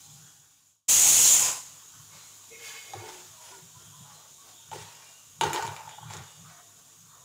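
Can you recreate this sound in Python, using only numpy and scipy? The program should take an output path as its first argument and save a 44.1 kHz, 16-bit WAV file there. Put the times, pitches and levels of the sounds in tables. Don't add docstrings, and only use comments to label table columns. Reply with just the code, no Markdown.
import sys
import numpy as np
from scipy import signal
from scipy.fft import rfft, irfft, next_fast_len
from scipy.io import wavfile
from scipy.ndimage import uniform_filter1d, map_coordinates

SR = 44100
rng = np.random.default_rng(int(sys.argv[2]) if len(sys.argv) > 2 else 0)


def master(y):
    cut = np.clip(np.atleast_2d(y).T, -1, 1)
    pcm = np.round(cut * 32767)
    wavfile.write(sys.argv[1], SR, pcm.astype(np.int16))


def voltage_ratio(decibels):
    exponent = np.asarray(decibels, float) / 20
    return 10 ** exponent


N = 319284
CUT_S = 0.881


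def unit(x):
    return x / np.sqrt(np.mean(x ** 2) + 1e-20)


def along(points, hz):
    f, v = np.transpose(points)
    return np.interp(np.log(hz + 1), np.log(f + 1), v)


def curves(rows):
    s, *cols = np.vstack(rows).T
    return [np.interp(np.arange(N) / SR, s, c) for c in cols]


def wobble(rate_hz, size=N):
    knots = rng.standard_normal(int(size * rate_hz / SR) + 4)
    return map_coordinates(knots, [np.arange(size) * rate_hz / SR])


def filtered(x, response):
    m = next_fast_len(N + SR // 2)
    return irfft(rfft(x, m) * response(np.fft.rfftfreq(m, 1 / SR)), m)[..., :N]


def patchy(depth_db):
    z = signal.stft(rng.standard_normal(N + 512), nperseg=512)[2]
    field = uniform_filter1d(rng.standard_normal(z.shape), size=5, axis=0)
    field = uniform_filter1d(field, size=12, axis=1)
    return signal.istft(z * voltage_ratio(depth_db * unit(field)), nperseg=512)[1][:N]


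def coloured(x, spectrum):
    return unit(filtered(x, lambda hz: voltage_ratio(along(spectrum, hz))))


def resonant(x, peaks):
    def once(f):
        total = 0
        for k, (centre, width, db) in enumerate(peaks):
            damping = 1j * f * width
            total = total + (-1) ** k * voltage_ratio(db / 2) * damping / (centre * centre - f * f + damping)
        return total
    return unit(filtered(x, lambda f: once(f) ** 2))


def ring(modes, t, spread_db):
    out = 0
    for hz, db, t60 in modes:
        level_db = db + spread_db * rng.standard_normal() - 60 * t / t60
        out = out + voltage_ratio(level_db) * np.sin(2 * np.pi * hz * t)
    return out


def bursts(rows, rise_db_s, fall_db_s):
    t = np.arange(0, N, 32)[:, None] / SR
    s, held, *cols = np.transpose(rows)
    loss_db = rise_db_s * np.maximum(s - t, 0) + fall_db_s * np.maximum(t - s - held, 0)
    gains = [np.linalg.norm(voltage_ratio(c - loss_db), axis=1) for c in cols]
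    return [np.interp(np.arange(N) / SR, t[:, 0], g) for g in gains]


def swell(t, rise_s, t60):
    return np.minimum(t / rise_s, 1) * voltage_ratio(-60 * np.maximum(t - rise_s, 0) / t60)


def steady(x):
    return x / np.sqrt(np.abs(uniform_filter1d(x ** 2, size=1300)) + 0.014)


def room(x, decay):
    hz, t, z = signal.stft(rng.standard_normal(SR // 2), SR, nperseg=256)
    tail = signal.istft(z * voltage_ratio(-60 * t / along(decay, hz)[:, None]), SR, nperseg=256)[1]
    return signal.fftconvolve(np.pad(x, (200, 0)), tail / np.linalg.norm(tail))[:N]


def thumps():
    # start_s, held_s, lower_mode_db, upper_mode_db
    floor_bumps = [(.1, 0.16, -67, -57.5), (.386, 0.009, -65, -60), (.448, 0.011, -70, -84),
                   (1.66, 0.091, -69, -65.5), (2.0, 0.013, -57, -58), (2.08, .01, -62, -72),
                   (2.15, 0.0088, -63, -58.5), (2.98, 0.016, -44.5, -70), (3.3, 0.02, -63, -80),
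                   (3.48, .01, -66, -82), (3.64, 0.0088, -67, -53.5), (3.77, 0.0077, -57, -57.5),
                   (3.87, 0.047, -58, -58), (4.01, 0.0049, -62, -47.5), (4.12, 0.035, -69, -60.5),
                   (4.73, 0.083, -55, -54), (4.83, 0.014, -51.5, -58), (5.445, 0.041, -44.5, -40),
                   (5.65, 0.066, -45.5, -49), (5.868, 0.0077, -57.5, -57.5), (6.05, 0.056, -46.5, -48),
                   (6.17, 0.05, -49.5, -48.5), (6.39, 0.1, -60, -54), (7.0, 0.088, -68, -63.5)]
    gains = bursts(floor_bumps, rise_db_s=320, fall_db_s=274)
    rests = [voltage_ratio(rest_db + 3.6 * wobble(8.9)) for rest_db in (-71.5, -75)]
    peaks = [(105.3, 21.3, 0)], [(150.8, 23.7, 0)]  # centre_hz, width_hz, level_db
    modes = [steady(resonant(rng.standard_normal(N), peak)) for peak in peaks]
    return sum(np.hypot(gain, rest) * mode for gain, rest, mode in zip(gains, rests, modes))


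def hums():
    # start_s, t60_s (60 dB down at 0.7 of it), pitch_hz, level_db
    pans = [(2.1, 0.91, 2180, -64), (2.5, 1.2, 1300, -71), (2.5, 1.3, 2170, -54), (2.5, 0.6, 5800, -59),
            (2.5, 0.59, 452, -50.5), (3, 0.39, 450, -49), (2.5, 0.44, 2500, -55), (3, 0.2, 2490, -55),
            (3, 0.4, 1450, -58), (3.5, 0.3, 1440, -54.5), (3, 0.68, 356.3, -46.5), (3, 0.7, 890, -47.5),
            (3.36, 0.87, 960, -55.5), (3, 0.31, 450, -47), (3.5, 0.18, 980, -48.5), (3.5, 0.5, 910, -58.5),
            (3.5, 0.5, 7560, -56), (4, 0.33, 690, -69), (3.5, 0.42, 380, -53.5), (4.03, 0.77, 840, -59.5),
            (5, 0.47, 2400, -59), (5.5, 0.23, 350, -37), (5.5, 0.45, 1340, -41), (6.08, .4, 9900, -68),
            (6.09, 0.3, 7300, -52), (6.101, 0.33, 390, -56), (6.22, 0.7, 2890, -61), (0.0, .6, 4100, -63),
            (0.2, 1.3, 3325, -65), (.25, .8, 1465, -67), (2.17, .5, 4105, -59), (1.5, .4, 4505, -62),
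            (1.98, .2, 1100, -61), (2.18, .4, 3350, -64), (6.28, .4, 1210, -63), (6.06, .3, 2400, -57),
            (6.48, 1, 699, -62), (0, 2.7, 798, -69), (4.98, 0.5, 1100, -63)]
    # start_s, t60_s (60 dB down at 0.7 of it), pitch_hz, level_db
    shelf = [(1.395, 0.61, 1015, -41.5), (1.42, .4, 1480, -45), (3.42, 0.58, 9740, -57),
             (4.375, 0.48, 1115, -58.5), (4.58, 0.32, 900, -62), (4.92, 1.2, 2810, -60.5),
             (5.9, .8, 2950, -60), (2.08, 0.44, 1120, -60), (2.95, 0.3, 409, -52), (2.96, .45, 770, -55),
             (3.3, .7, 633, -64), (3.58, 0.66, 3140, -65.5), (3.7, .5, 3600, -69),
             (3.739, 0.23, 1015, -54.5), (3.78, 1, 3180, -64), (3.76, 0.77, 1390, -63),
             (3.919, 0.77, 1015, -59), (3.95, .9, 3710, -67), (4.081, 0.31, 1140, -58),
             (4.12, 0.47, 4100, -60), (4.17, .3, 910, -65), (4.38, .6, 3700, -65), (4.55, .8, 3680, -60),
             (4.47, 0.32, 720, -60), (4.52, .5, 3420, -61), (4.74, 0.26, 430, -46.5),
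             (4.76, 0.83, 948, -55), (4.73, .9, 1910, -59), (4.77, .3, 2725, -58), (4.8, 0.4, 4000, -63),
             (4.92, .5, 3340, -64), (5.0, .35, 920, -65), (5.09, 0.26, 680, -65), (5.041, 0.28, 2410, -64),
             (5.14, 0.63, 2840, -65), (5.249, 0.35, 1154, -70), (5.121, 0.22, 1480, -64),
             (5.425, .25, 1440, -38), (5.43, 0.3, 1910, -39), (5.56, .2, 1880, -46),
             (5.6, 0.43, 1460, -45.5), (5.93, 0.67, 3250, -60), (5.91, .4, 3640, -58),
             (6.17, 0.25, 1390, -55), (6.2, 1.1, 3640, -63), (6.31, .25, 4720, -63), (6.47, .35, 1520, -61),
             (6.481, 0.71, 1890, -66), (6.48, .5, 2208, -63), (6.62, 1.4, 3500, -76),
             (6.86, 0.18, 895, -65), (6.95, .4, 4770, -66), (7.07, 0.78, 3650, -67), (7.12, .4, 1320, -67),
             (7.15, .4, 1022, -64)]
    # start_s, t60_s (60 dB down at 0.7 of it), pitch_hz, level_db
    loose_lids = [(1.4, 0.57, 5040, -38), (6.6, 1.6, 2895, -83), (0.202, 1.4, 1583, -66),
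                  (3.801, 1.5, 3350, -59), (4.5, 1.08, 3090, -67), (5.85, 2.0, 3450, -55.5),
                  (5.75, .5, 2700, -58), (6.44, 0.51, 1200, -56), (7.089, 0.67, 1183, -60)]
    rise_s = 0.023
    out, t = np.zeros(N + SR), np.arange(SR) / SR
    for rows, blur in ((pans, 1.08), (shelf, 0.75), (loose_lids, 7.55)):
        for s, t60, hz, db in rows:
            line_width_hz = blur * np.sqrt(hz)
            drift = np.cumsum(rng.standard_normal(SR)) * np.sqrt(2 * np.pi * line_width_hz / SR)
            level_db = db + 2.6 * wobble(40, size=SR) - 60 * (t / (.7 * t60)) ** 2
            phase = 2 * np.pi * hz * t + uniform_filter1d(drift, size=60)
            out[round(s * SR):][:SR] += voltage_ratio(level_db) * np.minimum(t / rise_s, 1) * np.sin(phase)
    return out[:N]


def stir():
    # start_s, held_s, drum_db, clatter_db
    pushes = [(1.46, 0.04, -73, -50), (1.82, 0.63, -78, -64.5), (2.7, 0.047, -77, -59),
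              (2.84, 0.094, -79, -65), (2.96, 0.067, -53, -59), (3.41, .02, -70, -67),
              (3.82, 0.46, -69, -66.5), (4.45, .05, -75, -72), (4.75, 0.18, -69.5, -65),
              (5.62, 0.019, -51, -47), (5.86, 0.022, -59, -59.5), (6.05, 0.11, -67.5, -55.5),
              (6.58, 0.03, -81, -63), (7.15, 0.028, -70, -66)]
    # centre_hz, width_hz, level_db
    drum_peaks = [(349.6, 30, -3), (438, 58, -2), (678, 255, -7.5)]
    # centre_hz, width_hz, level_db
    clatter_peaks = [(780, 155, -6), (920, 60, 6.5), (1111, 200, 3), (1497, 247, 2), (1890, 345, -5.5)]
    # freq_hz, density_db_per_hz
    rumble_spectrum = [(13, -45), (22, -10), (43, -14), (103, -4.5), (166, -2.5), (226, -3.5), (300, -1),
                       (390, -53), (660, -120)]
    drum_gain, clatter_gain = bursts(pushes, rise_db_s=121, fall_db_s=96)
    drum_gain = np.hypot(drum_gain, voltage_ratio(-76.5))
    clatter_gain = np.hypot(clatter_gain, voltage_ratio(-68))
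    drum = drum_gain * voltage_ratio(1.2 * wobble(6.3)) * resonant(patchy(depth_db=3), drum_peaks)
    clatter = clatter_gain * voltage_ratio(1.5 * wobble(20)) * resonant(patchy(depth_db=2.4), clatter_peaks)
    rumble_gain = np.minimum(clatter_gain, voltage_ratio(-66.5)) * voltage_ratio(-6.5)
    return drum + clatter + rumble_gain * coloured(patchy(depth_db=-2.5), rumble_spectrum)


def scrape():
    # start_s, level_db
    drag = [(2.58, -61.5), (2.64, -47.5), (2.7, -46), (2.8, -48), (2.87, -52), (2.92, -55), (3.0, -54),
            (3.1, -58)]
    # centre_hz, width_hz, level_db
    pot_peaks = [(452, 30, -9.5), (820, 37, -11.5), (1140, 140, -16), (1714, 60, -6), (2174, 85, 0),
                 (2490, 160, -9), (3040, 45, -5), (3470, 54, -9), (3930, 35, -9), (4680, 200, -9)]
    level_db, = curves(drag)
    t = np.arange(N) / SR
    slips = voltage_ratio(0.88 * wobble(45)) * rng.standard_normal(N)
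    grit = .5 * resonant(slips, [(2080, 1800, 0)])
    moving = (t > drag[0][0]) * (t < drag[-1][0])
    return (resonant(slips, pot_peaks) + grit) * voltage_ratio(level_db) * moving


def brushes():
    # start_s, rise_s, t60_s, level_db
    strokes = [(2.1, 0.051, 0.75, -49.5), (2.58, 0.067, 1, -51.5), (3.03, 0.064, 0.75, -45.5),
               (3.12, 0.058, 0.43, -52.5), (3.39, 0.089, 0.68, -47.5), (4.05, 0.076, 0.35, -55),
               (4.42, 0.076, 0.41, -53.5), (4.713, 0.022, 1.46, -42.5), (5.412, 0.023, 0.6, -35),
               (5.535, 0.0092, 1.05, -40.5), (6.08, 0.048, 0.95, -47), (6.43, 0.069, 0.36, -55)]
    # freq_hz, density_db_per_hz
    rustle_spectrum = [(290, -27), (500, -8.5), (578, -7), (933, -7), (1230, -10.5), (1400, -6.5),
                       (1620, -9), (5020, -9), (6700, -8.5), (14900, -27.5), (16000, -9.5)]
    level, t = np.zeros(N + SR), np.arange(SR) / SR
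    for s, rise_s, t60, db in strokes:
        level[round(s * SR):][:SR] += voltage_ratio(db) * swell(t, rise_s, t60)
    grains = voltage_ratio(1.8 * wobble(120)) * patchy(depth_db=-2.0)
    return level[:N] * coloured(grains, rustle_spectrum)


def burner():
    # start_s, strength_db
    flame = [(0.0, -52.5), (.1, -53), (1.68, -50.5), (1.87, -52), (2.59, -51), (2.66, -44.5), (2.8, -48),
             (3.03, -50.5), (3.48, -51.5), (3.62, -52.5), (4.49, -53), (4.7, -53.5), (5.4, -54),
             (5.58, -50.5), (5.79, -53.5), (6.36, -54), (7.24, -55.5)]
    # freq_hz, density_db_per_hz
    hiss_spectrum = [(2530, -24), (4300, -29), (5790, -11.5), (6820, -0.5), (7960, -9.5), (9340, -14.5),
                     (11100, -15), (12200, -18), (14900, -16.5), (16000, -14.5)]
    # freq_hz, density_db_per_hz
    roar_spectrum = [(1060, -35), (1800, -42), (1910, -32), (2310, -7.5), (2440, -9.5), (3180, -3),
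                     (3750, -1.5), (4250, -6), (4800, -4.5), (6240, -4), (10600, -120)]
    flame_db, = curves(flame)
    spits = (rng.random(N) < 300 / SR) * rng.standard_normal(N)
    hiss = coloured(unit(patchy(depth_db=1.45)) + .3 * unit(spits), hiss_spectrum)
    roar = coloured(patchy(depth_db=1.6), roar_spectrum)
    usual_flame_db = -53
    roar_db = -61 + 1.4 * (flame_db - usual_flame_db)
    return voltage_ratio(flame_db + 0.088 * wobble(4.94)) * hiss + voltage_ratio(roar_db) * roar


def steam():
    # (2.44 dB of low boost per unit, with some loss of highs)
    pressure = [
        (0.89, -14, 0.5),
        (0.902, -17.5, 1),
        (1.33, -17, 0.5),
        (1.488, -25.5, 4.5),
        (1.632, -46.5, 3.5),
        (1.8, -62, 7.5),
    ]
    # freq_hz, density_db_per_hz
    jet_spectrum = [(16, -54), (28, -21), (111, -17.5), (383, -23.5), (800, -19), (966, -20), (1640, -23.5),
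                    (3000, -12.5), (4720, -15), (5530, -11), (6830, .5), (7700, -3.5), (8200, -9),
                    (8800, -8.5), (9630, -13), (10700, -10), (11900, -16.5), (15500, -14.5)]
    # centre_hz, width_hz, level_db
    lid_peaks = [(5884, 20, -8), (6024, 25, -10), (6325, 20, -5), (6420, 45, -3), (6544, 22, -2),
                 (6611, 20, -2), (6702, 18, -2), (6817, 18, -4), (6894, 18, 0), (6972, 18, -2),
                 (7068, 35, -2), (7315, 20, -5), (7559, 16, -3), (7661, 18, -3)]
    # freq_hz, t60_s
    wall_decay = [(200, .06), (1500, .1), (7000, .35), (15000, .2)]
    level_db, tilt_db = curves(pressure)
    t = np.arange(N) / SR
    drops = voltage_ratio(1.3 * wobble(260)) * rng.standard_normal(N)
    jet = drops + 0.78 * patchy(depth_db=3.0)
    jet = coloured(jet + .5 * room(jet, wall_decay), jet_spectrum)
    jet = unit(jet + 0.38 * resonant(drops, lid_peaks))
    low = filtered(jet, lambda hz: 1 / (1 + (hz / 2200) ** 4) / (1 + (350 / (hz + 1)) ** 4))
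    high = filtered(jet, lambda hz: 1 / (1 + (9500 / (hz + 1)) ** 6))
    dulled = jet - np.clip(0.073 * tilt_db, 0, .8) * high + (voltage_ratio(2.44 * tilt_db) - 1) * low
    valve = np.clip((t - CUT_S) / 0.019, 0, 1) * (t < pressure[-1][0])
    return valve * voltage_ratio(level_db + 0.14 * wobble(21.6)) * dulled


def skimmer():
    # start_s, peak_db, brightness_db, ring_db
    ticks = [(2.935, -26, -23, -32), (4.715, -29.5, -14, -19), (5.288, -49, -27, -22),
             (5.4113, -8, -16, -24), (5.4374, -15, -24, -29), (5.532, -14.5, -10, -16.5),
             (5.5449, -26, -2, -32), (5.575, -27, -20, -28), (5.807, -36, -25, -28), (5.561, -18, -20, -28),
             (5.625, -24, -18, -16), (5.6664, -27.5, -14, -14), (5.6775, -24, -34, -32),
             (5.7647, -27, -18, -19), (5.8922, -30.5, -25, -19), (5.911, -34, -22, -28),
             (6.1018, -32, -14, -20), (6.109, -32.5, -20, -22), (6.1368, -26.5, -15, -19),
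             (6.168, -32, -18, -13), (5.5205, -29, -30, -32), (5.724, -32, -20, -25)]
    # freq_hz, level_db, t60_s
    steel_modes = [(2410, -1, 0.024), (2930, -9.5, 0.034), (3160, -10, 0.04), (5940, -25, 0.084),
                   (6560, -4, 0.035), (6850, 0, .045), (7120, -1, .04), (7400, -3, 0.056),
                   (7600, -4, 0.045), (9200, -19, 0.085), (9810, -11, 0.075), (10290, -20, 0.077),
                   (12000, -14, .05), (13740, -22, .05)]
    # freq_hz, density_db_per_hz
    crack_spectrum = [(100, -36), (880, -4), (1500, -4), (2300, -4), (2930, -1.5), (3840, -2.5),
                      (4800, -10.5), (6760, -8.5), (8770, -16), (10000, -29), (11500, -27), (12000, -25),
                      (15600, -47), (22000, -120)]
    cracks, edges, rings = np.zeros((3, N + SR))
    t = np.arange(SR // 4) / SR
    decay = voltage_ratio(-60 * t / 0.0077) + 0.089 * voltage_ratio(-60 * t / 0.07)
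    for s, db, bright_db, ring_db in ticks:
        snap = voltage_ratio(db - 6.5) * decay * rng.standard_normal((2, len(t)))
        snap[:, 0] += voltage_ratio(db + 3)
        span = slice(round(s * SR), round(s * SR) + len(t))
        cracks[span] += snap[0]
        edges[span] += voltage_ratio(bright_db + 4) * snap[1]
        rings[span] += voltage_ratio(db + ring_db) * ring(steel_modes, t, spread_db=2.5)
    crack = filtered(cracks[:N], lambda hz: voltage_ratio(along(crack_spectrum, hz) + 6.0))
    edge = filtered(edges[:N], lambda hz: 1 / (1 + (8500 / (hz + 1)) ** 6))
    return crack + edge + rings[:N]


def plate():
    # start_s, peak_db, low_body_db, pitch_hz, contact_ms
    hard_knocks = [
        (2.9375, -25.5, -21.5, 789, 4.16),
        (4.7175, -28, -24, 820, 2.9),
        (5.4123, -13, -6.5, 877, 2.45),
    ]
    # start_s, peak_db, low_body_db, pitch_hz
    rocking = [(2.952, -36.5, 7, 787), (2.968, -43, 5, 765), (3.0, -45, 0, 765), (4.724, -33, -12, 844),
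               (4.731, -27, -7, 875), (4.744, -33.5, 1, 850), (4.754, -41, 11, 796), (5.419, -20, -12, 898),
               (5.433, -19.5, -0.5, 880), (5.4375, -17, -2, 863), (5.448, -30, 10, 860),
               (5.454, -21.5, 3.5, 838), (5.464, -28, 2, 1000), (5.474, -24, 0.5, 880),
               (5.489, -31, -10, 944), (5.507, -22, -12, 880), (5.519, -34, -5, 930),
               (5.546, -20.5, -2, 889), (5.56, -21.5, -9.5, 920), (5.566, -22, -14, 932),
               (5.576, -20, -7, 884), (5.586, -32, 5, 900), (5.595, -21.5, -23, 816),
               (5.627, -23, -29, 894), (5.637, -27, -20, 920), (5.648, -27, -8, 920), (5.677, -26, -9, 878),
               (5.69, -28, -9, 900), (5.705, -29, -8, 920), (5.719, -34, -6, 853), (5.764, -39, -15, 885),
               (5.792, -34, -18, 896), (5.805, -33.5, -22, 858), (5.877, -32.5, -27, 865),
               (5.921, -41, -28, 840), (5.935, -34.5, -28, 860), (5.984, -31, -35, 848),
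               (6.03, -35, -32, 836), (6.107, -31.5, -28, 860), (6.149, -37, 7.5, 850),
               (6.197, -41, -1, 800)]
    # multiple_of_pitch, level_db, t60_s
    plastic_modes = [(.87, -13, .035), (1.001, 0, .021), (1.0, -14, .06), (1.2, -14, .03),
                     (1.62, -14, .025), (2.1, -17, .02)]
    # freq_hz, level_db, t60_s
    body_modes = [(362, 0, .05), (422, 1, .06), (524, -4, .04)]
    soft_contact_ms = 4.0
    out, t = np.zeros(N + SR), np.arange(SR // 4) / SR
    for s, db, body_db, hz, contact_ms in hard_knocks + [(*bump, soft_contact_ms) for bump in rocking]:
        rise_s = max(contact_ms, .3) / 1000
        modes = [(k * hz, level_db - 1.2 * contact_ms * abs(k - 1), t60)
                 for k, level_db, t60 in plastic_modes]
        top = ring(modes, t, spread_db=0.5) * (1 - np.exp(-(t / rise_s) ** 2)) * voltage_ratio(2.38 * contact_ms)
        under = ring(body_modes, t, spread_db=3.5) * (1 - np.exp(-(t / 0.0067) ** 2))
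        knock = top + voltage_ratio(body_db - 0.5) * under
        out[round((s - .8 * rise_s) * SR):][:len(t)] += voltage_ratio(db - 1.5) * knock
    return filtered(out[:N], lambda hz: (1j * hz / (90 + 1j * hz)) ** 2)


def scene():
    # freq_hz, t60_s
    tile_decay = [(200, 0.12), (1000, 0.94), (4000, 0.16), (12000, 0.015)]
    # start_s, gain_db
    fade_points = [
        (.15, 1),
        (.52, -8),
        (.7, -12),
        (.87, -33),
    ]
    knocks, ticks = plate(), skimmer()
    wet = voltage_ratio(-15) * room(knocks, tile_decay) + voltage_ratio(-4.5) * room(ticks, tile_decay)
    near = knocks + ticks + burner() + steam() + brushes()
    far = stir() + thumps() + scrape() + hums()
    fade_db = curves(fade_points)[0] * (np.arange(N) / SR < CUT_S)
    return (voltage_ratio(fade_db) * (near + wet + far))[None]


def top_cut(x):
    return signal.sosfilt(signal.butter(12, 16760, fs=SR, output="sos"), x)


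def record(dry):
    soft = dry / (1 + np.abs(dry / .7) ** 4) ** (1 / 4)
    edge_hz, top_hz = 15350, 15900

    def band_limit(hz):
        return np.cos(np.pi / 2 * np.clip((hz - edge_hz) / (top_hz - edge_hz), 0, 1)) ** 2
    return top_cut(filtered(soft, band_limit))


dry = scene()
out = record(dry)
master(out)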